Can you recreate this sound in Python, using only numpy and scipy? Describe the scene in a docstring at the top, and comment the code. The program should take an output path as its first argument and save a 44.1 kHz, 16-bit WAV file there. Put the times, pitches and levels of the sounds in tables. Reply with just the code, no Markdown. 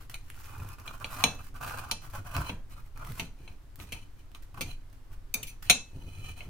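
"""A steel knife saws through a crumb-coated patty on a ceramic plate: grainy noise, shaped like food, rasps and crackles.
Short dry ticks are snaps of crust. Where the blade meets the plate, ringing modes and a noisy crack
make clinks, and rubbing the same modes makes scrapes. A fork's tines twang once.
The glass hob under the plate rumbles with the force of the knife and thuds with bumps of the hands.
All this is heard close by, in stereo, in a small kitchen with faint air noise and a low hum."""
import sys
import numpy as np
from scipy import signal
from scipy.fft import rfft, irfft, next_fast_len
from scipy.io import wavfile

SR = 44100
rng = np.random.default_rng(int(sys.argv[2]) if len(sys.argv) > 2 else 0)


def int16_out(signal):
    """Quantize to a 16-bit WAV file."""
    q = np.round(np.clip(np.atleast_2d(signal).T, -1, 1) * 32767)
    wavfile.write(sys.argv[1], SR, q.astype(np.int16))


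N = 286209  # length of the scene in samples


def amp(db):
    """Turn decibels into a gain."""
    return 10 ** (np.asarray(db) / 20)


def unit(x):
    """Scale a sound to an rms level of 1."""
    return x / np.sqrt(np.mean(x ** 2) + 1e-20)


def along(points, hz):
    """Read a curve of (Hz, value) points at any frequency, on a log axis."""
    f, v = np.transpose(points)
    return np.interp(np.log(hz + 1), np.log(f + 1), v)


def causal(x, gain):
    """Filter x by a gain of frequency, with minimum phase so that nothing sounds before its cause."""
    m = 2 * next_fast_len(x.shape[-1] // 2 + 4096)
    log_gain = np.log(np.maximum(gain(np.fft.rfftfreq(m, 1 / SR)), 1e-5))
    # folding the cepstrum onto positive times gives the minimum phase
    cepstrum = irfft(log_gain)
    cepstrum[1:m // 2] *= 2
    cepstrum[m // 2 + 1:] = 0
    response = np.exp(rfft(cepstrum))
    return irfft(rfft(x, m) * response)[..., :x.shape[-1]]


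def colour(x, points):
    """Shape x by a spectrum of (Hz, dB) points."""
    return causal(x, lambda hz: amp(along(points, hz)))


def add(track, s, x):
    """Mix x into the track from time s in seconds."""
    part = track[..., round(s * SR):][..., :x.shape[-1]]
    part += x[..., :part.shape[-1]]


def grains(rate, spread_db, size):
    """Random tiny slips, so many a second, a few much larger than the rest."""
    sizes = amp(spread_db * np.minimum(rng.exponential(size=size), 4))
    happens = rng.random(size) < rate / SR
    return unit(happens * sizes * rng.choice([-1, 1], size))


def ring(modes, vary_db, damping):
    """A body's modes ring and fade; strengths vary each time, and high tones reach the two sides out of step."""
    hz, db, t60 = np.transpose(modes)[:, :, None]
    t, life = np.arange(SR // 3) / SR, t60 / damping
    # dividing by the root of the life lets each dB value stand for energy
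    size = amp(db + vary_db * rng.standard_normal(hz.shape) - 60 * t / life) / np.sqrt(life)
    side_sign = np.array([-1, 1])[:, None, None]
    out_of_step = rng.choice([-1, 1], hz.shape) * np.minimum(hz / 6000, .65) * side_sign
    phase = rng.uniform(0, 2 * np.pi, hz.shape) + out_of_step
    tones = (size * np.sin(2 * np.pi * hz * t + phase)).sum(1)
    return unit(tones * (1 - np.exp(-t / .0002)))


def ping(hz, db, t60):
    """One mode swells in quickly and fades freely."""
    t = np.arange(SR // 2) / SR
    return amp(db - 60 * t / t60) * np.sin(2 * np.pi * hz * t) * (1 - np.exp(-t / 0.0047))


def gesture(length, db, swell_db, attack, t60):
    """A gain that rises, holds while swelling or sagging, and dies away."""
    length = max(length, .005)
    t = np.arange(round((length + t60) * SR)) / SR
    held = np.minimum(t / length, 1)
    fade_db = 60 * np.maximum(t - length, 0) / t60
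    return np.minimum(t / attack, 1) * amp(db + swell_db * (held - .5) - fade_db)


# How long the room's echo lasts. Each row: frequency in Hz, time in seconds to fade by 60 dB.
ROOM_FADE = [(100, 0.1), (500, 0.1), (2600, 0.23), (7000, .3), (15000, 0.087)]


def kitchen(x, near_db, near_t60, tail_db):
    """Direct sound, quick scatter from hob and wall, and the room's tail; the bass is nearly alike on both sides."""
    hz, frames, z = signal.stft(rng.standard_normal((2, SR // 3)), SR, nperseg=256)
    fading = z * amp(-60 * frames / along(ROOM_FADE, hz)[:, None])
    tail = signal.istft(fading, SR, nperseg=256)[1]
    t = np.arange(tail.shape[1]) / SR
    tail = unit(tail * (1 - np.exp(-t / 0.0045)))
    near = unit(rng.standard_normal(tail.shape) * amp(-60 * t / near_t60) * (t > .0007))
    # the quick scatter is weaker in the middle than at the sides
    mid, side = amp(near_db) * near * amp([[-4], [1]]) + amp(tail_db) * tail
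    side = causal(side, lambda f: f ** 2 / (f ** 2 + 380 ** 2))
    echo = np.array([mid + side, mid - side]) / np.sqrt(2 * len(t))
    echo[:, 0] += 1  # the direct sound
    echo = echo / np.linalg.norm(echo[0])
    return signal.fftconvolve(np.atleast_2d(x), echo, axes=1)[:, :x.shape[-1]]


def past_hands(x, near_db, near_t60, tail_db):
    """The moving hands keep changing the echo pattern, so overlapping stretches each get their own."""
    out, hop = np.zeros((2, N + SR)), SR // 4
    x = np.pad(np.atleast_2d(x), ((0, 0), (hop, SR)))
    fade = np.pad(signal.windows.cosine(2 * hop), (0, hop))
    for i in range(0, N + hop, hop):
        add(out, i / SR, kitchen(x[:, i:i + len(fade)] * fade, near_db, near_t60, tail_db))
    return out[:, hop:hop + N]


# The colour of the air noise. Each row: frequency in Hz, strength in dB.
AIR_COLOUR = [(20, 10), (45, 0.5), (110, -10), (190, -27.5), (280, -19.5), (500, -29.5), (1100, -30.5),
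              (2100, -36.5), (4000, -41), (7000, -45), (15800, -48)]
# The hum of the kitchen. Each row: centre in Hz, width in Hz, rms level in dB.
HUM_BANDS = [(23, 4, -53), (96, 24, -63), (262, 50, -77)]


def background():
    """Steady air noise, wider in the treble, and narrow bands of low hum in the middle."""
    mid, side = colour(rng.standard_normal((2, N)), AIR_COLOUR)
    side = causal(side, lambda hz: 0.19 + .65 * hz / np.hypot(hz, 700))
    air = amp(-45.5) * unit(np.array([mid + side, mid - side]))
    hum = np.zeros(N)
    for hz, width, db in HUM_BANDS:
        band = causal(rng.standard_normal(N), lambda f: 1 / (1 + (2 * (f - hz) / width) ** 2))
        hum += amp(db) * unit(band)
    return air + hum


ATTACK_S, RELEASE_T60_S = 0.036, 0.13  # longest start of a stroke; its fade by 60 dB


def strokes(rows):
    """The gain of a run of knife strokes; a brief catch starts more abruptly than a long stroke."""
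    power = np.zeros(N)
    for s, length, db, swell_db in rows:
        attack = np.clip(length / 6, .001, ATTACK_S)
        add(power, s, gesture(length, db, swell_db, attack, RELEASE_T60_S) ** 2)
    return np.sqrt(power)


# The blade moves through the food, in long strokes and brief catches.
# Each row: start in seconds, length in seconds (5 ms at least), rasp in dB halfway through,
# swell of the rasp in dB from start to end, crumbs in dB over the rasp.
CUT_STROKES = [(0.0, 0.043, -61.5, -16, 3.5), (0.096, 0.0084, -56.5, -12, 10), (0.135, 0.047, -60, -24, 5),
               (0.225, 0.077, -67, 2, 3.5), (0.323, 0.14, -60, 7, 4), (0.457, 0.28, -50.5, -2, -5),
               (0.78, 0.027, -51, -7, -4.5), (0.842, 0.14, -54.5, -18, -2), (0.929, 0.0057, -42, -6, -10.5),
               (0.994, 0.08, -48, -4, -5), (1.087, 0.17, -40.5, 10.5, -4.5), (1.274, 0.14, -60.5, -2, -2),
               (1.389, .01, -43.5, -7, -14.5), (1.407, .07, -64.5, 7, 7.5), (1.539, 0.029, -51, -2, -3.5),
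               (1.591, 0.21, -40.5, 3, -7), (1.807, 0.12, -47.5, -6, -10), (2.012, 0.044, -52, 2, -1),
               (2.054, 0.11, -59.5, -1, 2), (2.133, 0.059, -41.5, -15, -10.5), (2.239, 0.091, -47, 3, -6.5),
               (2.326, 0.17, -40, -18, -8.5), (2.694, 0.032, -60.5, 4, 3), (2.761, 0.027, -59, 8, -3),
               (2.847, .02, -70.5, 0.5, 1), (2.947, 0.09, -48.5, 7, -12.5), (3.027, 0.17, -55.5, -13, 2),
               (3.171, 0.038, -51, 0, 4.5), (3.78, 0.062, -55, -8, 2), (4.346, 0.0046, -58, 2.5, -2),
               (4.423, 0.011, -65.5, -3.5, 5.5), (4.541, .018, -50, 0, -8), (4.572, 0.013, -44, -10, -12),
               (4.925, .02, -72, -2, 7), (5.1, 0.047, -63.5, 1.5, -15), (5.115, 0.0089, -62, -2, 3),
               (5.622, 0.02, -69.5, 4.5, 19.5)]
# The edge drags on the bare plate.
# Each row: start in seconds, length in seconds, scrape in dB halfway through, swell in dB from start to end.
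PLATE_DRAGS = [(2.345, 0.013, -43, -19), (2.45, 0.042, -48, 6), (2.705, 0.036, -59.5, -5),
               (3.2, 0.031, -44.5, -4.5), (3.37, 0.091, -65, -0.5), (3.485, 0.031, -60.5, 4),
               (3.84, 0.088, -62, 14), (3.93, 0.029, -50, 5), (3.98, 0.052, -61.5, 1.5),
               (4.17, 0.026, -68, 5), (4.65, 0.064, -52, 3.5), (5.385, 0.13, -61.5, 2),
               (5.66, 0.026, -52, 2), (5.87, .44, -58.5, 17.5), (6.355, 0.11, -54, -12)]
CUT_SCRAPE_DB = -13  # cutting also rubs the plate a little
DRAG_RASP_DB, DRAG_CRUMBS_DB = -17.5, -7.5  # dragging also rubs food and grinds crumbs
REST_CRUMBS_DB = -81.5  # crumbs stir under the resting cutlery


def knife_work():
    """How hard the knife rasps the food, scrapes the plate and crushes crumbs."""
    cut = strokes([row[:4] for row in CUT_STROKES])
    drag = strokes(PLATE_DRAGS)
    # the crumbs swell half as much as the rasp
    crush = strokes([(s, length, db + crumbs_db, swell_db / 2)
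                     for s, length, db, swell_db, crumbs_db in CUT_STROKES])
    rasp = np.hypot(cut, amp(DRAG_RASP_DB) * drag)
    scrape = np.hypot(drag, amp(CUT_SCRAPE_DB) * cut)
    crumbs = np.hypot(crush, amp(DRAG_CRUMBS_DB) * drag) + amp(REST_CRUMBS_DB)
    return rasp, scrape, crumbs


# The colour of the hob's rumble. Each row: frequency in Hz, strength in dB.
HOB_COLOUR = [(20, -3.5), (50, -1), (80, 5), (115, 4.5), (170, -8.5), (210, -15.5), (260, -9), (400, -20),
              (700, -27.5), (1500, -50.5)]
# The hands bump the plate on the hob. Each row: start in seconds, level in dB.
HAND_BUMPS = [(0.565, -42.5), (1.14, -45), (1.469, -49), (2.144, -41.5), (2.333, -34), (2.48, -43.5),
              (3.044, -40), (3.35, -52), (3.405, -52), (3.59, -57.5), (3.8, -48.5), (4.441, -62),
              (4.54, -43), (4.61, -45), (5.135, -59.5), (5.346, -58.5), (5.918, -39.5), (6.02, -44.5),
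              (6.159, -40), (6.24, -43.5), (6.44, -38.5)]
BUMP_S, BUMP_T60_S = 0.056, 0.32  # a bump builds up, then fades by 60 dB
SHAKE_DB, SHAKE_GROWS = -31.5, 0.4  # rumble at a knife force of 0 dB; dB of rumble per dB of force


def hob():
    """The force of the knife and the bumps of the hands shake the glass top under the plate."""
    rasp, scrape, _ = knife_work()
    force = np.hypot(rasp, scrape)
    power = (amp(SHAKE_DB) * force ** SHAKE_GROWS) ** 2
    for s, db in HAND_BUMPS:
        add(power, s, gesture(BUMP_S, db, 0, BUMP_S, BUMP_T60_S) ** 2)
    rumble = unit(colour(grains(600, 3, size=N), HOB_COLOUR))
    return past_hands(np.sqrt(power) * rumble, near_db=-5, near_t60=.06, tail_db=-14)


KNOCK_DB, CLACK_DB, BRIGHT_DB = 1, 1, 1  # how far the knock, clack and bright registers stand out
KNIFE_HOLLOW_DB = -6  # a blow that rings the knife has less of the plate's knock and clack
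PLATE_TOP_DB, KNIFE_TOP_DB = -5, 4  # the highest register, from plate alone and from knife alone


def registers(ring_db, thud_db, tilt_db, share):
    """Levels of a blow from bass to top: knock lies between thud and ring, a softer contact has less treble."""
    octaves = np.log2(np.array([3800, 6900, 12600]) / 2400)
    clack, bright, top = ring_db + tilt_db * octaves
    hollow = KNIFE_HOLLOW_DB * share
    knock = (thud_db + ring_db) / 2 + KNOCK_DB + hollow
    top += (1 - share) * PLATE_TOP_DB + share * KNIFE_TOP_DB
    return [thud_db, knock, ring_db, clack + CLACK_DB + hollow, bright + BRIGHT_DB, top]


# Where a blow's registers meet: thud, knock, ring, clack, bright and top. A plain list of edges in Hz.
REGISTER_EDGES = [450, 1900, 3400, 4900, 10000]


def balance(x, levels_db):
    """Place and hardness of a blow set how strong each register is in its first 25 ms."""
    edges = [110, *REGISTER_EDGES, 16000]
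    pairs = list(zip(edges, edges[1:]))
    for _ in range(2):  # neighbouring registers leak into each other, so go over it twice
        points = []
        for (low, high), db in zip(pairs, levels_db):
            sos = signal.butter(4, (low, high), "band", fs=SR, output="sos")
            band = signal.sosfilt(sos, x[:, :SR // 40])
            lift = db - 20 * np.log10(band.std())
            points += [(low * 1.08, lift), (high / 1.08, lift)]
        x = colour(x, points)
    return x


# Modes of the ceramic plate. Each row: frequency in Hz, energy in dB,
# time in seconds to fade by 60 dB before the damping of each use shortens it.
PLATE_MODES = [(715.6, -10.5, 0.18), (891, -10.5, 0.28), (960, -11, 0.125), (1313, -12, 0.106),
               (2395, -0.5, 0.05), (2430, 0, 0.08), (2384, -10, 0.1), (2696, -3.5, 0.051),
               (2976, -9.5, 0.15), (3040, -10.5, 0.21), (3308, -2, 0.064), (3443, -11.5, 0.032),
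               (4070, -11.5, 0.1), (4054, 2, 0.12), (4084, 0, 0.051), (4200, -6, 0.096),
               (4880, -21.5, 0.083), (5556, -10.5, 0.12), (5660, -12, 0.21), (6120, -11, 0.11),
               (6500, -5.5, 0.18), (6700, -12, 0.029), (7220, -12, 0.14), (8840, -15.5, 0.083),
               (9400, -15.5, 0.082), (9410, -8, 0.114), (8750, -6, 0.093), (10812, -3.5, 0.079),
               (13700, -18.5, 0.053), (14586, -25.5, 0.078)]
# Modes of the knife where it touches the plate. Each row: the same as for the plate.
KNIFE_MODES = [(2190, -9.5, 0.08), (2367, -5.5, 0.15), (2600, -5.5, 0.056), (3700, -10, 0.081),
               (4420, -6.5, 0.06), (5220, -16.5, 0.11), (6057, -1, 0.11), (6440, -12, 0.079),
               (7440, -13, 0.1), (9080, -5, 0.091), (9130, -12, 0.12), (10600, -16.5, 0.079),
               (10900, -12, 0.1), (11160, -6.5, 0.051), (12166, -8.5, 0.052), (13200, -18, 0.054),
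               (12600, -6, 0.048), (15200, -6.5, 0.09)]
# The colour of the dry crack of contact. Each row: frequency in Hz, strength in dB for a blow on the plate alone.
CRACK_COLOUR = [(130, -15), (280, -3.5), (480, -6.5), (900, -1.5), (1400, -9), (1900, -17), (2400, 2),
                (2900, -7), (3950, 9), (4800, -7.5), (6200, -7.5), (7300, -7.5), (8100, -19.5), (9200, -4),
                (11000, 0.5), (15500, 2.5)]
# The colour of the plate's foot thumping the hob. Each row: frequency in Hz, strength in dB.
THUMP_COLOUR = [(30, -10.5), (80, 0.5), (125, -3), (270, -2.5), (340, -15), (450, -9.5), (700, -13),
                (1500, -19.5), (4000, -45.5)]
# One mode of the rim is hardly touched by the food and sings on.
# One row: frequency in Hz, dB over the blow's ring, time in seconds to fade by 60 dB.
RIM_MODE = (2615, -8.5, .32)
# The fork's tines twang faintly once.
# One row: start in seconds, frequency in Hz, level in dB, time in seconds to fade by 60 dB.
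TINES_TWANG = (2.5, 1610, -63, .7)
# Steel meets plate. Each row: start in seconds, ring in dB, thud in dB, treble tilt in dB per octave,
# the knife's share from 0 to 1, strike from 0 (grazing) to 1 (head-on), skid in seconds to fade by 60 dB,
# dry crack in dB over the ring.
PLATE_BLOWS = [(0.1427, -45, -74, -4, .4, 0.59, 0.0027, 7), (0.8777, -44.5, -60.5, -8, 0.1, 1, 0.002, 1),
               (1.0444, -38.5, -53, -9, 0.27, 0.95, 0.0054, 4),
               (1.239, -23.5, -35.5, -3.5, 0.1, 0.98, 0.0029, -4),
               (1.9126, -35.5, -48.5, -0.1, 0, 1, 0.036, 2.5), (2.4944, -41, -42, -11, .55, 0.63, 0.013, 1),
               (3.1965, -36, -45.5, -6, 0.77, 0.88, 0.04, 0),
               (3.477, -53.5, -63.5, -8.5, .3, 0.78, 0.021, -10), (3.8, -53, -55.5, -6.5, 0.43, 1, .01, 6),
               (3.922, -40.5, -52, -5.5, 0.98, 0.65, .048, 1), (4.3484, -55, -91, -4.5, 0.12, 1, .008, 9.5),
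               (4.6095, -36.5, -43, -3, 0.75, 0.83, 0.068, 6.5),
               (5.3408, -33.5, -48.5, -1, 0.92, 0.72, 0.016, -4),
               (5.4297, -44.5, -59.5, -1.3, 1, 0.64, .028, 4.5),
               (5.469, -52, -74, -0.2, 0.88, 0.66, 0.11, 0), (5.698, -19, -35.5, -1.2, 0.12, 1, .06, 3.5),
               (6.406, -46.5, -62, -29, 0.24, 0.61, 0.0074, -6)]
CRACK_T60_S, CRACK_WIDTH = 0.0094, 1  # the crack's fade by 60 dB; its side over its middle


def clinks():
    """A blow and a short chattering skid ring plate and knife; the plate's foot thumps the hob."""
    out, t = np.zeros((2, N)), np.arange(SR // 3) / SR
    rim_hz, rim_db, rim_t60 = RIM_MODE
    for s, ring_db, thud_db, tilt_db, share, strike, skid, crack_db in PLATE_BLOWS:
        # a grazing contact swells slowly and chatters more than it strikes
        swell = 1 - np.exp(-t / (0.00051 + 0.0072 * (1 - strike)))
        chatter = grains(2500, 1.3, size=len(t)) * swell * amp(-60 * t / skid)
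        force = chatter / np.linalg.norm(chatter) * np.sqrt(skid / 0.058)
        force[0] += strike ** 2

        plate = ring(PLATE_MODES, vary_db=1.5, damping=2.5)
        knife = ring(KNIFE_MODES, vary_db=1.5, damping=2.2)
        body = np.sqrt(1 - share) * plate + np.sqrt(share) * knife

        # the crack loses the plate's colour as the knife takes the blow
        contact = [(hz, db * (1 - share)) for hz, db in CRACK_COLOUR]
        mid, side = colour(rng.standard_normal((2, len(t))) * amp(-60 * t / CRACK_T60_S), contact)
        crack = unit(np.array([mid + CRACK_WIDTH * side, mid - CRACK_WIDTH * side]))

        blow = signal.fftconvolve(body + amp(crack_db) * crack, force[None], axes=1)[:, :len(t)]
        thump = unit(colour(rng.standard_normal(len(t)) * amp(-60 * t / 0.3), THUMP_COLOUR))
        heard = kitchen(blow + amp(-8) * thump, near_db=-6, near_t60=.065, tail_db=-11.5)
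        add(out, s, balance(heard, registers(ring_db, thud_db, tilt_db, share)))

        hard = np.interp(ring_db, [-45, -30], [.25, 1])  # a hard blow frees the rim more
        add(out, s, hard * strike * (1 - share) * ping(rim_hz, ring_db + rim_db, rim_t60))
    add(out, TINES_TWANG[0], ping(*TINES_TWANG[1:]))
    return out


# The colour of breaking crust and crumbs. Each row: frequency in Hz, strength in dB.
CRUMB_COLOUR = [(300, -14.5), (1500, 10), (3000, 5), (3800, 0.5), (5500, 2), (7500, 0.5), (12000, 2),
                (15500, 3)]
# The crust snaps. Each row: start in seconds, peak in dB before the room is added.
CRUST_SNAPS = [(0.3015, -25), (0.345, -39), (0.3909, -31.5), (0.4437, -34), (0.471, -37), (0.6894, -27.5),
               (0.7992, -32), (1.001, -33.5), (1.0271, -39), (1.1485, -27), (1.6974, -22.5), (2.343, -26),
               (2.3505, -35), (2.366, -15.5), (2.4723, -34), (2.9758, -33), (3.049, -30.5), (3.1209, -24.5),
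               (3.7584, -28.5), (4.193, -43.5), (4.317, -40), (4.712, -34), (4.9, -48)]
SNAP_T60_S = .0018  # a snap's fade by 60 dB


def snaps():
    """Single pieces of crust break with a dry tick."""
    out, t = np.zeros(N), np.arange(SR // 50) / SR
    for s, db in CRUST_SNAPS:
        tick = colour(rng.standard_normal(len(t)) * amp(-60 * t / SNAP_T60_S), CRUMB_COLOUR)
        add(out, s, amp(db) * tick / np.abs(tick).max())
    return kitchen(out, near_db=-4.5, near_t60=.04, tail_db=-5.5)


# The colour of the blade rasping the food. Each row: frequency in Hz, strength in dB.
RASP_COLOUR = [(100, -34.5), (450, -14.5), (720, -4), (950, -1.5), (1150, 3), (1380, 1.5), (1600, -6.5),
               (1850, -24.5), (2250, -24), (2500, -9), (3200, -27), (8000, -49.5)]
# The colour of the edge scraping the plate. Each row: frequency in Hz, strength in dB.
SCRAPE_COLOUR = [(500, -2), (1500, -0.5), (2050, -8), (2370, 0), (3000, 2), (3700, -18.5), (4500, -3.5),
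                 (5300, -11.5), (6300, -9.5), (8000, -13), (9300, -6.5), (11000, -15.5), (15000, -20.5)]
GRIP_DB, GRIP_HZ = 0.96, 22.3  # the blade's hold comes and goes within a stroke: rms depth, rough top rate


def sawing():
    """The teeth catch in the food, crumbs crackle, and the edge rubs the plate's modes into a ringing scrape."""
    rasp, scrape, crumbs = knife_work()
    # the uneven grip of the teeth is shared by all three sounds
    fast = unit(causal(rng.standard_normal(N), lambda hz: 1 / (1 + (hz / 90) ** 4)))
    slow = unit(causal(rng.standard_normal(N), lambda hz: 1 / (1 + (hz / GRIP_HZ) ** 4)))
    bite = unit(amp(2.5 * fast) * amp(GRIP_DB * slow))

    food = rasp * bite * unit(colour(grains(700, 3, size=N), RASP_COLOUR))
    crust = crumbs * bite * unit(colour(grains(4000, 4.5, size=N), CRUMB_COLOUR))

    # rubbing damps the modes more than a blow does
    body = ring(PLATE_MODES, vary_db=.1, damping=4) + .6 * ring(KNIFE_MODES, vary_db=.1, damping=4)
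    slips = grains(1600, 3.5, size=N)
    ringing = unit(signal.fftconvolve(slips[None], body, axes=1)[:, :N])
    rub = scrape * bite * unit(colour(ringing + amp(-2) * slips, SCRAPE_COLOUR))
    return past_hands(food + crust + rub, near_db=4.5, near_t60=0.039, tail_db=-5)


def scene():
    """All layers on the left and right; cutting and snaps are a little stronger on the right."""
    cutting = (snaps() + sawing()) * amp([[-1], [.8]])  # dB on the left, dB on the right
    return background() + hob() + clinks() + cutting


TOP_HZ = 15800  # upper band limit


def record(dry):
    """Round off the highest peaks and keep next to nothing above the band limit."""
    held = dry / (1 + np.abs(dry / .84) ** 6) ** (1 / 6)
    m = next_fast_len(N + SR // 2)
    low_pass = 1 / (1 + (np.fft.rfftfreq(m, 1 / SR) / TOP_HZ) ** 120)
    return irfft(rfft(held, m) * low_pass, m)[:, :N]


dry = scene()
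out = record(dry)
int16_out(out)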